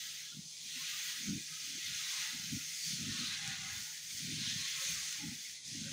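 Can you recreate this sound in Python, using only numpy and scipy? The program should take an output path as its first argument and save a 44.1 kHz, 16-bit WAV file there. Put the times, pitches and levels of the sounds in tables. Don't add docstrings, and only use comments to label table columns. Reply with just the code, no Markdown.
import sys
import numpy as np
from scipy import signal
from scipy.fft import rfft, irfft
from scipy.io import wavfile
from scipy.ndimage import uniform_filter1d

SR = 44100
rng = np.random.default_rng(int(sys.argv[2]) if len(sys.argv) > 2 else 0)


def inscribe(sig):
    pcm = np.round(np.clip(np.atleast_2d(sig).T, -1, 1) * 32767)
    wavfile.write(sys.argv[1], SR, pcm.astype(np.int16))


N = 261072
TIME = np.arange(N) / SR

# (time [s], base level of the hiss [dB], base level of the wet sputter over it [dB])
STEAM = [(0.0, -47, -0.5), (0.18, -48, -2), (0.3, -51, -1), (0.39, -53.5, -1.5), (0.48, -51, -4.5),
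         (0.63, -48.5, -2), (0.75, -45.5, -0.5), (0.97, -43.5, -0.5), (1.2, -45, -2.5), (1.43, -48.5, -3.5),
         (1.6, -45.5, -4), (1.8, -45.5, -1), (2.2, -41.5, -1.5), (2.45, -46, -2), (2.73, -45, -5),
         (2.88, -41.5, -5), (3.05, -46, -0.5), (3.2, -43, -0.5), (3.62, -47, 0.5), (3.85, -46, -5.5),
         (4.04, -48.5, -5.5), (4.17, -44.5, -5), (4.39, -45, 0), (4.47, -44, 2), (4.58, -43.5, -1),
         (4.74, -43, -0.5), (4.89, -39.5, -4), (5.1, -43.5, -3.5), (5.25, -47, -2), (5.5, -48.5, -6),
         (5.58, -52, -2), (5.635, -53.5, -1), (5.68, -46.5, -3), (5.92, -47, -2)]
# (time [s], pitch of the biggest [Hz])
BUBBLE_PITCH = [(0, 1560), (.2, 1490), (.33, 1670), (.48, 1950), (.63, 1840), (.73, 1470), (.8, 1330),
                (1.1, 1150), (1.43, 1640), (1.92, 1336), (2.15, 1060), (2.83, 1620), (3.3, 1110),
                (3.7, 1080), (4.15, 1590), (4.5, 1370), (5.22, 1235), (5.4, 1600), (5.5, 1700),
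                (5.65, 1880), (5.76, 1820), (5.86, 1470)]


def from_db(db):
    return 10 ** (np.asarray(db) / 20)


def rms_one(x):
    return x / np.sqrt(np.mean(x ** 2) + 1e-20)


def in_time(rows):
    s, *columns = np.transpose(rows)
    return [np.interp(TIME, s, column) for column in columns]


def at_hz(points, hz):
    points_hz, levels = np.array(points).T
    return np.interp(np.log(hz), np.log(points_hz), levels)


def butter(x, hz, kind, order=2):
    sos = signal.butter(order, hz, kind, fs=SR, output="sos")
    return signal.sosfilt(sos, x + 1e-18)


def resonance(x, hz, width_hz):
    r = np.exp(-np.pi * width_hz / SR)
    feed = np.array([1, 0, -1]) * (1 - r * r) / 2
    feedback = [1, -2 * r * np.cos(2 * np.pi * hz / SR), r * r]
    return signal.lfilter(feed, feedback, x + 1e-18)


def moment(s, half_s):
    return np.exp(-.5 * ((TIME - s) / half_s) ** 2)


def drift(per_s):
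    knots = rng.standard_normal(size=2048)
    return rms_one(np.interp(TIME * per_s, np.arange(len(knots)), knots))


def grains(per_s, spread_db):
    sizes = from_db(spread_db * np.minimum(rng.exponential(1, N), 6))
    return (rng.random(N) < per_s / SR) * sizes * rng.choice([-1, 1], N)


def evened(x, span_s):
    power = np.abs(uniform_filter1d(x ** 2, int(span_s * SR)))
    return x / np.sqrt(power + 1e-4 * np.mean(x ** 2))


def kitchen(x, t60=0.13, wet_db=-13):
    t = TIME[:SR // 3]
    tail = rng.standard_normal(len(t)) * from_db(-60 * t / t60) * (t > .003)
    return x + from_db(wet_db) * signal.fftconvolve(x, tail / np.linalg.norm(tail))[:N]


def background(drone_hz=154.6, drone_width_hz=12.2, drone_db=-74, rush_level_db=-74.5, sizzle_share=0.39):
    # (frequency [Hz], relative level [dB per Hz])
    rush_spectrum = [(30, -20), (60, -4.5), (120, -8.5), (220, -5.5), (320, -7.5), (430, -7), (520, -9),
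                     (700, -11), (950, -9.5), (1200, -10.5)]
    drone = rng.standard_normal(N)
    for _ in range(2):
        drone = resonance(drone, drone_hz, drone_width_hz)
    drone = evened(drone, span_s=1.0)
    hz = np.arange(N // 2 + 1) * SR / N + 1
    rush = irfft(rfft(rng.standard_normal(N)) * from_db(at_hz(rush_spectrum, hz)), N)
    hiss_db = in_time(STEAM)[0]
    rush_db = rush_level_db + sizzle_share * (hiss_db - hiss_db.mean())
    return from_db(drone_db) * drone + from_db(rush_db) * rms_one(butter(rush, 1400, "low"))


def bubbles(low_hz, high_hz, per_s, spread_db, flicker_db, count, edge_db=52, shoulder_db=8):
    # (frequency [Hz], relative level [dB per Hz])
    burst_spectrum = [(900, 10), (1100, -7.5), (1400, -8), (1700, -2.5), (2050, -5), (2700, -2.5),
                      (3500, -0.5), (5200, 0.5), (6400, 0.5), (7600, -6), (9000, -5.5), (11500, -13.5),
                      (13700, -27), (15000, -10.5)]
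    # (frequency [Hz], width [Hz], lift [dB])
    iron_rings = [(1279, 18, 8), (1455, 16, 7), (1940, 24, 6), (2041, 30, 5), (2122, 22, 5), (2538, 26, 4),
                  (3429, 32, 4.5), (3548, 24, 4), (4219, 30, 3), (4510, 56, -2), (4688, 40, 2),
                  (6256, 35, 2), (6388, 45, 2.5), (6400, 790, 2.4)]
    edges, out, power = np.geomspace(low_hz, high_hz, count + 1), 0, 0
    lowest_hz, = in_time(BUBBLE_PITCH)
    for low, high in zip(edges, edges[1:]):
        hz = np.sqrt(low * high)
        level_db = at_hz(burst_spectrum, hz) + flicker_db * drift(18)
        bursts = rms_one(grains(per_s / count, spread_db)) * from_db(level_db)
        ringing = butter(bursts, [low, high], "band")
        power += np.mean(ringing ** 2)
        above = np.log2(hz / lowest_hz)
        thinning_db = shoulder_db * np.minimum(above - 1, 0) + edge_db * np.minimum(above, 0)
        out = out + ringing * from_db(thinning_db)
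    present = np.sqrt(np.mean(out ** 2) / power)
    for hz, width_hz, lift_db in iron_rings:
        out = out + (from_db(lift_db) - 1) * resonance(out, hz, width_hz)
    return present * rms_one(kitchen(out))


def steam_pockets(hiss, length_s=0.043, width_hz=90, lift_db=6.5, count=170):
    out, size = hiss.copy(), int(length_s * SR)
    for when, pitch, strength in rng.random((count, 3)):
        start = int(when * (N - size))
        hz = 1600 * (7000 / 1600) ** pitch
        ring = resonance(hiss[start:start + size], hz, width_hz)
        gain = from_db(lift_db * np.sqrt(strength)) - 1
        out[start:start + size] += gain * np.hanning(size) * ring
    return out


def swelling(hiss):
    # (time [s], half length [s], frequency [Hz], width [Hz], lift [dB])
    swells = [(.33, 0.035, 1950, 700, -6), (0.502, 0.083, 1960, 900, -12), (0.532, 0.076, 3930, 220, -5),
              (.47, .05, 2350, 350, -1), (.6, 0.028, 2750, 600, -1), (0.636, .034, 2000, 600, -3),
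              (.95, .04, 2700, 350, 3.5), (0.994, 0.055, 5500, 800, -3), (1.795, 0.057, 3150, 250, 4.5),
              (2.24, .05, 2050, 220, 0), (2.78, 0.11, 6800, 400, 3), (2.9, .07, 4500, 250, 5),
              (3.084, 0.12, 2100, 605, -5), (3.03, .06, 5800, 400, 1.5), (3.12, 0.044, 5350, 250, 4),
              (3.266, 0.067, 4000, 500, 4), (3.28, .07, 7240, 600, -3), (3.47, 0.1, 1670, 300, 5),
              (4.02, 0.15, 6940, 500, 2), (4.123, .04, 8250, 300, 6), (4.482, 0.032, 3200, 250, 2.5),
              (4.482, .05, 3650, 250, 4), (4.495, .06, 5400, 600, 5), (4.627, 0.045, 4200, 230, 7),
              (4.866, .05, 5000, 900, -5), (4.876, .04, 6350, 250, 5), (4.91, 0.026, 1940, 350, 2),
              (5.02, .06, 6400, 700, 2.5), (5.62, 0.042, 2930, 520, -33), (5.623, 0.031, 1620, 300, -4),
              (5.702, 0.036, 5030, 400, 3.5)]
    for s, half_s, hz, width_hz, lift_db in swells:
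        hiss = hiss + (from_db(lift_db) - 1) * moment(s, half_s) * resonance(hiss, hz, width_hz)
    return hiss


def sizzle(usual_hz=1450, big_follows=0.39, spray_yields=0.24):
    # (time [s], level over the hiss [dB])
    top_treble = [(0, -10), (.45, -18), (.68, -18), (.77, -12), (1.1, -12.5), (1.5, -15), (2.2, -15),
                  (2.4, -15), (2.6, -12), (3.1, -17.5), (3.65, -18), (3.85, -12), (4.21, -14),
                  (4.33, -17.5), (4.9, -15.5), (5.25, -15), (5.42, -14), (5.55, -20), (5.63, -30),
                  (5.67, -20), (5.92, -21.5)]
    hiss_db, wet_db = in_time(STEAM)
    swing_db = wet_db - wet_db.mean()
    deeper = np.log2(usual_hz / in_time(BUBBLE_PITCH)[0])

    big_db = -8 + 2 * deeper + big_follows * swing_db
    big = from_db(big_db) * bubbles(997, 1894, per_s=11000, spread_db=-1.5, flicker_db=3.0, count=8)
    middling_db = -6.5 - 2 * deeper + big_follows * swing_db
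    middling = from_db(middling_db) * bubbles(1866, 2507, per_s=6000, spread_db=0.0, flicker_db=2.0, count=4)
    wet = from_db(wet_db - 0.92) * bubbles(2548, 4387, per_s=9000, spread_db=0.0, flicker_db=1.0, count=7)
    fine = from_db(-0.71) * bubbles(4347, 7600, per_s=13000, spread_db=-1.0, flicker_db=0.7, count=8)
    spray_db = -10.5 - spray_yields * swing_db
    spray = from_db(spray_db) * bubbles(7600, 11130, per_s=18000, spread_db=1.5, flicker_db=1.0, count=5)
    top_db = in_time(top_treble)[0] - spray_yields * swing_db + 1.2 * drift(30)
    top = from_db(top_db) * bubbles(11270, 15610, per_s=21000, spread_db=2.0, flicker_db=-0.5, count=4)

    sputter_db = 0.5 * drift(21.94) * from_db(-0.5 * (hiss_db - hiss_db.mean()))
    hiss = swelling(steam_pockets(big + middling + wet + fine) + spray) + top
    return butter(hiss, 700, "high", order=4) * from_db(hiss_db + sputter_db)


def spits(ring_s=0.00031):
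    # (time [s], peak before the room and low cut [dB])
    snaps = [(.512, -38), (.726, -38), (.822, -33), (.902, -34), (.973, -34), (1.798, -42), (1.88, -37),
             (2.939, -30), (3.029, -32), (3.249, -32), (3.325, -30), (3.477, -27), (3.785, -35),
             (4.131, -37), (4.268, -33), (4.432, -32), (4.619, -34), (4.65, -32), (4.977, -34),
             (5.127, -26), (5.513, -36), (5.856, -35)]
    hiss_db = in_time(STEAM)[0]
    ticks = butter(grains(per_s=62, spread_db=0.5), [2200, 7500], "band")
    crackle = from_db(hiss_db - 16.0) * rms_one(ticks)
    t, out = TIME[:SR // 100], np.zeros(N)
    for s, db in snaps:
        snap = butter(rng.standard_normal(len(t)) * np.exp(-t / ring_s), [2500, 7500], "band")
        start = round(s * SR)
        out[start:start + len(t)] += from_db(db) * snap / np.abs(snap).max()
    return butter(kitchen(crackle + out, wet_db=-8), 1450, "high", order=4)


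def through_stand(force, thinness, tilt_db=20, pivot_hz=190, cushion_hz=400):
    # (frequency [Hz], width before widening each pass [Hz], level before tilt [dB])
    stand_modes = [(60.6, 96, -10.5), (113.5, 25, 3.5), (156, 13, 7.5), (223.4, 54.5, 1.5), (292, 79, -10),
                   (419, 39, -17)]
    body = 0
    for k, (hz, width_hz, db) in enumerate(stand_modes):
        gain = from_db(db + tilt_db * (thinness - .5) * np.log2(hz / pivot_hz))
        pass_width_hz = width_hz * 1.64
        rocking = resonance(resonance(force, hz, pass_width_hz), hz, pass_width_hz)
        body = body + gain * (-1) ** k * rocking
    return butter(body, cushion_hz, "low", order=5)


def ladle_judder(slips_per_s=380, glide_db=-76.5, glide_thinness=0.24, flutter_db=2.5):
    # (start [s], length [s], level before flutter [dB], batter [0 deep to 1 scraped thin])
    drags = [(0.36, 0.018, -57.5, .57), (.65, .05, -69, .8), (1.29, .062, -41, 0.78),
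             (1.692, 0.074, -62.5, 1), (1.883, 0.038, -57.5, 0.19), (2.34, 0.1, -58, 0.39),
             (2.534, .027, -45.5, 0.42), (2.9, .07, -57, 0.36), (2.994, .12, -50, 0.66),
             (3.15, 0.085, -53, 0.68), (3.27, 0.26, -57.5, .25), (3.602, .2, -59, 0.069),
             (4.135, .035, -62.5, .15), (4.24, 0.16, -51.5, 0.58), (4.408, 0.19, -53.5, 0.29),
             (4.902, .1, -58, 0.055), (5.235, 0.095, -50, 0.57), (5.718, .23, -51.5, 0.51)]
    attack_db_per_s, release_db_per_s = 267, 296
    power = from_db(glide_db) ** 2
    thin_power = power * glide_thinness
    for s, length_s, db, thinness in drags:
        before_s, after_s = np.maximum(s - TIME, 0), np.maximum(TIME - s - length_s, 0)
        drag = from_db(db - attack_db_per_s * before_s - release_db_per_s * after_s) ** 2
        power, thin_power = power + drag, thin_power + drag * thinness
    judder = through_stand(grains(slips_per_s, spread_db=1.0), thin_power / power)
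    return from_db(flutter_db * drift(24)) * np.sqrt(power) * evened(judder, span_s=0.066)


def rubbed(hz, width_hz, wander=0.012, steady_s=0.041):
    phase = 2 * np.pi * np.cumsum(hz * (1 + wander * drift(20))) / SR
    a, b = butter(rng.standard_normal((2, N)), width_hz / 3, "low")
    return evened(a * np.cos(phase) + b * np.sin(phase), span_s=steady_s)


def ladle_rings(level_db=-7.0, reach_octaves=0.16, waver_db=5.5):
    # (frequency [Hz], nominal width [Hz], level before level_db [dB],
    # bubble pitch of the strongest ring [Hz])
    rub_modes = [(850, 100, -71.5, 1104), (1085, 79, -73, 1040), (1288, 40, -73.5, 1480),
                 (1440, 41, -78, 1700)]
    bubble_hz, out = in_time(BUBBLE_PITCH)[0], 0
    for hz, width_hz, db, best_hz in rub_modes:
        nearness = np.exp(-.5 * (np.log2(bubble_hz / best_hz) / reach_octaves) ** 2)
        gain = from_db(db + level_db + waver_db * drift(15))
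        out = out + gain * nearness * rubbed(hz, width_hz)
    return out


def ladle_squeaks(rough_db=2.5, catches_per_s=70):
    # (time [s], half length [s], frequency [Hz],
    # nominal width [Hz], level before roughening [dB], slide [Hz per s])
    squeaks = [(.055, .034, 1262, 35, -69.5, 2), (.33, 0.02, 1390, 44, -71, -700),
               (.455, 0.019, 160, 24, -62, 0.5), (.55, 0.022, 2280, 31, -70, 0),
               (.595, 0.022, 2005, 44, -66, -1), (.774, 0.016, 255, 40, -58, 0.5),
               (.809, 0.02, 1072, 32, -64, 500), (.827, 0.015, 160, 24, -60.5, 0),
               (.946, .021, 1207, 50, -59.5, 1), (1.11, 0.014, 970, 45, -67, 0),
               (1.53, 0.034, 158.4, 19, -61, 0), (1.535, 0.02, 1570, 45, -67, -2.5),
               (1.547, 0.037, 1290, 48, -64.5, 0), (1.648, .014, 1260, 45, -70, 2),
               (2.035, .02, 1083, 41, -65, -1), (2.144, 0.029, 1090, 74, -61.5, -900),
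               (2.16, .022, 810, 46, -69, -700), (2.26, 0.036, 885, 43, -66, -0.5),
               (2.31, .025, 1280, 55, -66, 0), (2.372, 0.03, 890, 40, -70, 300),
               (2.476, 0.013, 164, 30, -52, 1), (2.674, 0.055, 158, 19, -64, -0.5),
               (2.753, .028, 1307, 56, -72, 0), (2.878, .014, 158.8, 32, -55, 1),
               (3.04, 0.022, 636, 30, -73.5, -2), (3.045, .02, 1285, 40, -65, 0),
               (3.17, 0.049, 1090, 44, -65.5, -600), (3.21, .028, 538, 33, -70.5, -0.5),
               (3.32, .022, 975, 40, -69, -500), (3.402, .025, 808, 45, -68, -0.5),
               (3.49, 0.055, 790, 70, -61, -200), (3.66, 0.065, 780, 67, -65, 146),
               (3.61, .03, 1150, 70, -64, 399), (3.88, .05, 882, 100, -72, 300.5),
               (4.44, 0.057, 1077, 52, -73, -1), (4.52, 0.04, 804, 30, -76, -300),
               (4.635, 0.042, 1100, 22, -64.5, 0), (4.765, 0.018, 155, 25, -58, -2),
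               (4.8, 0.045, 1072, 38, -64, 2.5), (4.831, 0.017, 539, 21, -63, -0.5),
               (4.87, .055, 542, 22, -71, 1), (4.91, 0.023, 1090, 35, -69, -1),
               (5.01, .035, 1117, 53, -66, -1300), (5.051, .025, 810, 55, -73, -300),
               (5.168, .02, 1090, 50, -71, 901), (5.227, .016, 853, 30, -63, -2),
               (5.292, 0.03, 856, 32, -71, -2), (5.457, .005, 2190, 120, -54, -1),
               (5.86, .03, 1510, 170, -62, 0.5), (5.874, 0.03, 540, 28, -66.5, -3)]
    out = np.zeros(N)
    for s, half_s, hz, width_hz, db, hz_per_s in squeaks:
        sliding_hz = hz + hz_per_s * (TIME - s)
        out += from_db(db) * moment(s, half_s) * rubbed(sliding_hz, width_hz)
    return out * from_db(rough_db * drift(catches_per_s))


def ladle_bumps(rise_s=0.0071, thud_hz=80):
    # (time [s], knock level before filtering [dB], knock pitch [Hz], thud relative to the knock [dB])
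    bumps = [(.364, -42, 222, -22), (.384, -42.5, 197, -22), (1.27, -33, 198, -13), (1.286, -35, 222, -14),
             (1.298, -37.5, 186, -10), (1.322, -35, 248, -15), (1.346, -34.5, 242, -15),
             (1.359, -40, 264, -12), (1.368, -39, 195, -11), (1.745, -53, 250, -22), (1.772, -53, 340, -24),
             (2.34, -46, 235, -26), (2.39, -49, 175, -20), (2.436, -46, 180, -20), (2.502, -44, 150, -7),
             (2.523, -36.5, 255, -12), (2.539, -36, 165, -9), (2.564, -40.5, 260, -12),
             (2.928, -40.5, 175, -22), (2.95, -42.5, 165, -20), (3.005, -43, 215, -16),
             (3.022, -45, 200, -16), (3.06, -45, 240, -12), (3.087, -40, 225, -6), (3.108, -45, 140, -6),
             (3.203, -44, 230, -16), (3.224, -46, 230, -16), (3.474, -40.5, 149, -18),
             (3.585, -45.5, 133, -16), (3.652, -48, 160, -18), (4.224, -44, 170, -20),
             (4.246, -43.5, 170, -20), (4.29, -44.5, 250, -20), (4.31, -44.5, 295, -20),
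             (4.393, -46, 205, -20), (4.408, -41.5, 209, -20), (4.468, -42, 215, -18),
             (4.522, -44, 190, -16), (4.554, -41.5, 165, -20), (4.908, -48, 130, -12),
             (5.231, -43, 270, -16), (5.26, -41, 235, -14), (5.277, -39, 205, -10), (5.316, -42, 235, -20),
             (5.745, -44.5, 280, -18), (5.783, -45.5, 190, -14), (5.812, -44.5, 200, -14),
             (5.862, -44.5, 150, -12)]
    t, out = TIME[:SR // 10], np.zeros(N + SR)
    swell = (t / rise_s * np.exp(1 - t / rise_s)) ** 3
    for s, db, hz, thud_db in bumps:
        start = round(s * SR)
        knock = np.sin(2 * np.pi * hz * t)
        thud = from_db(thud_db) * np.sin(2 * np.pi * thud_hz * t)
        out[start:start + len(t)] += from_db(db) * swell * (knock + thud)
    return butter(butter(out[:N], 387, "low", order=5), 37, "high")


def scene():
    steam = sizzle() + spits()
    ladle = ladle_judder() + ladle_bumps() + ladle_rings() + ladle_squeaks()
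    mono = steam + ladle + background()
    return np.stack([mono, mono])


def record(dry, cutoff_hz=15600):
    thin = butter(dry, 26, "high")
    steep = signal.ellip(12, .1, 80, cutoff_hz, fs=SR, output="sos")
    return signal.sosfilt(steep, thin)


dry = scene()
out = record(dry)
inscribe(out)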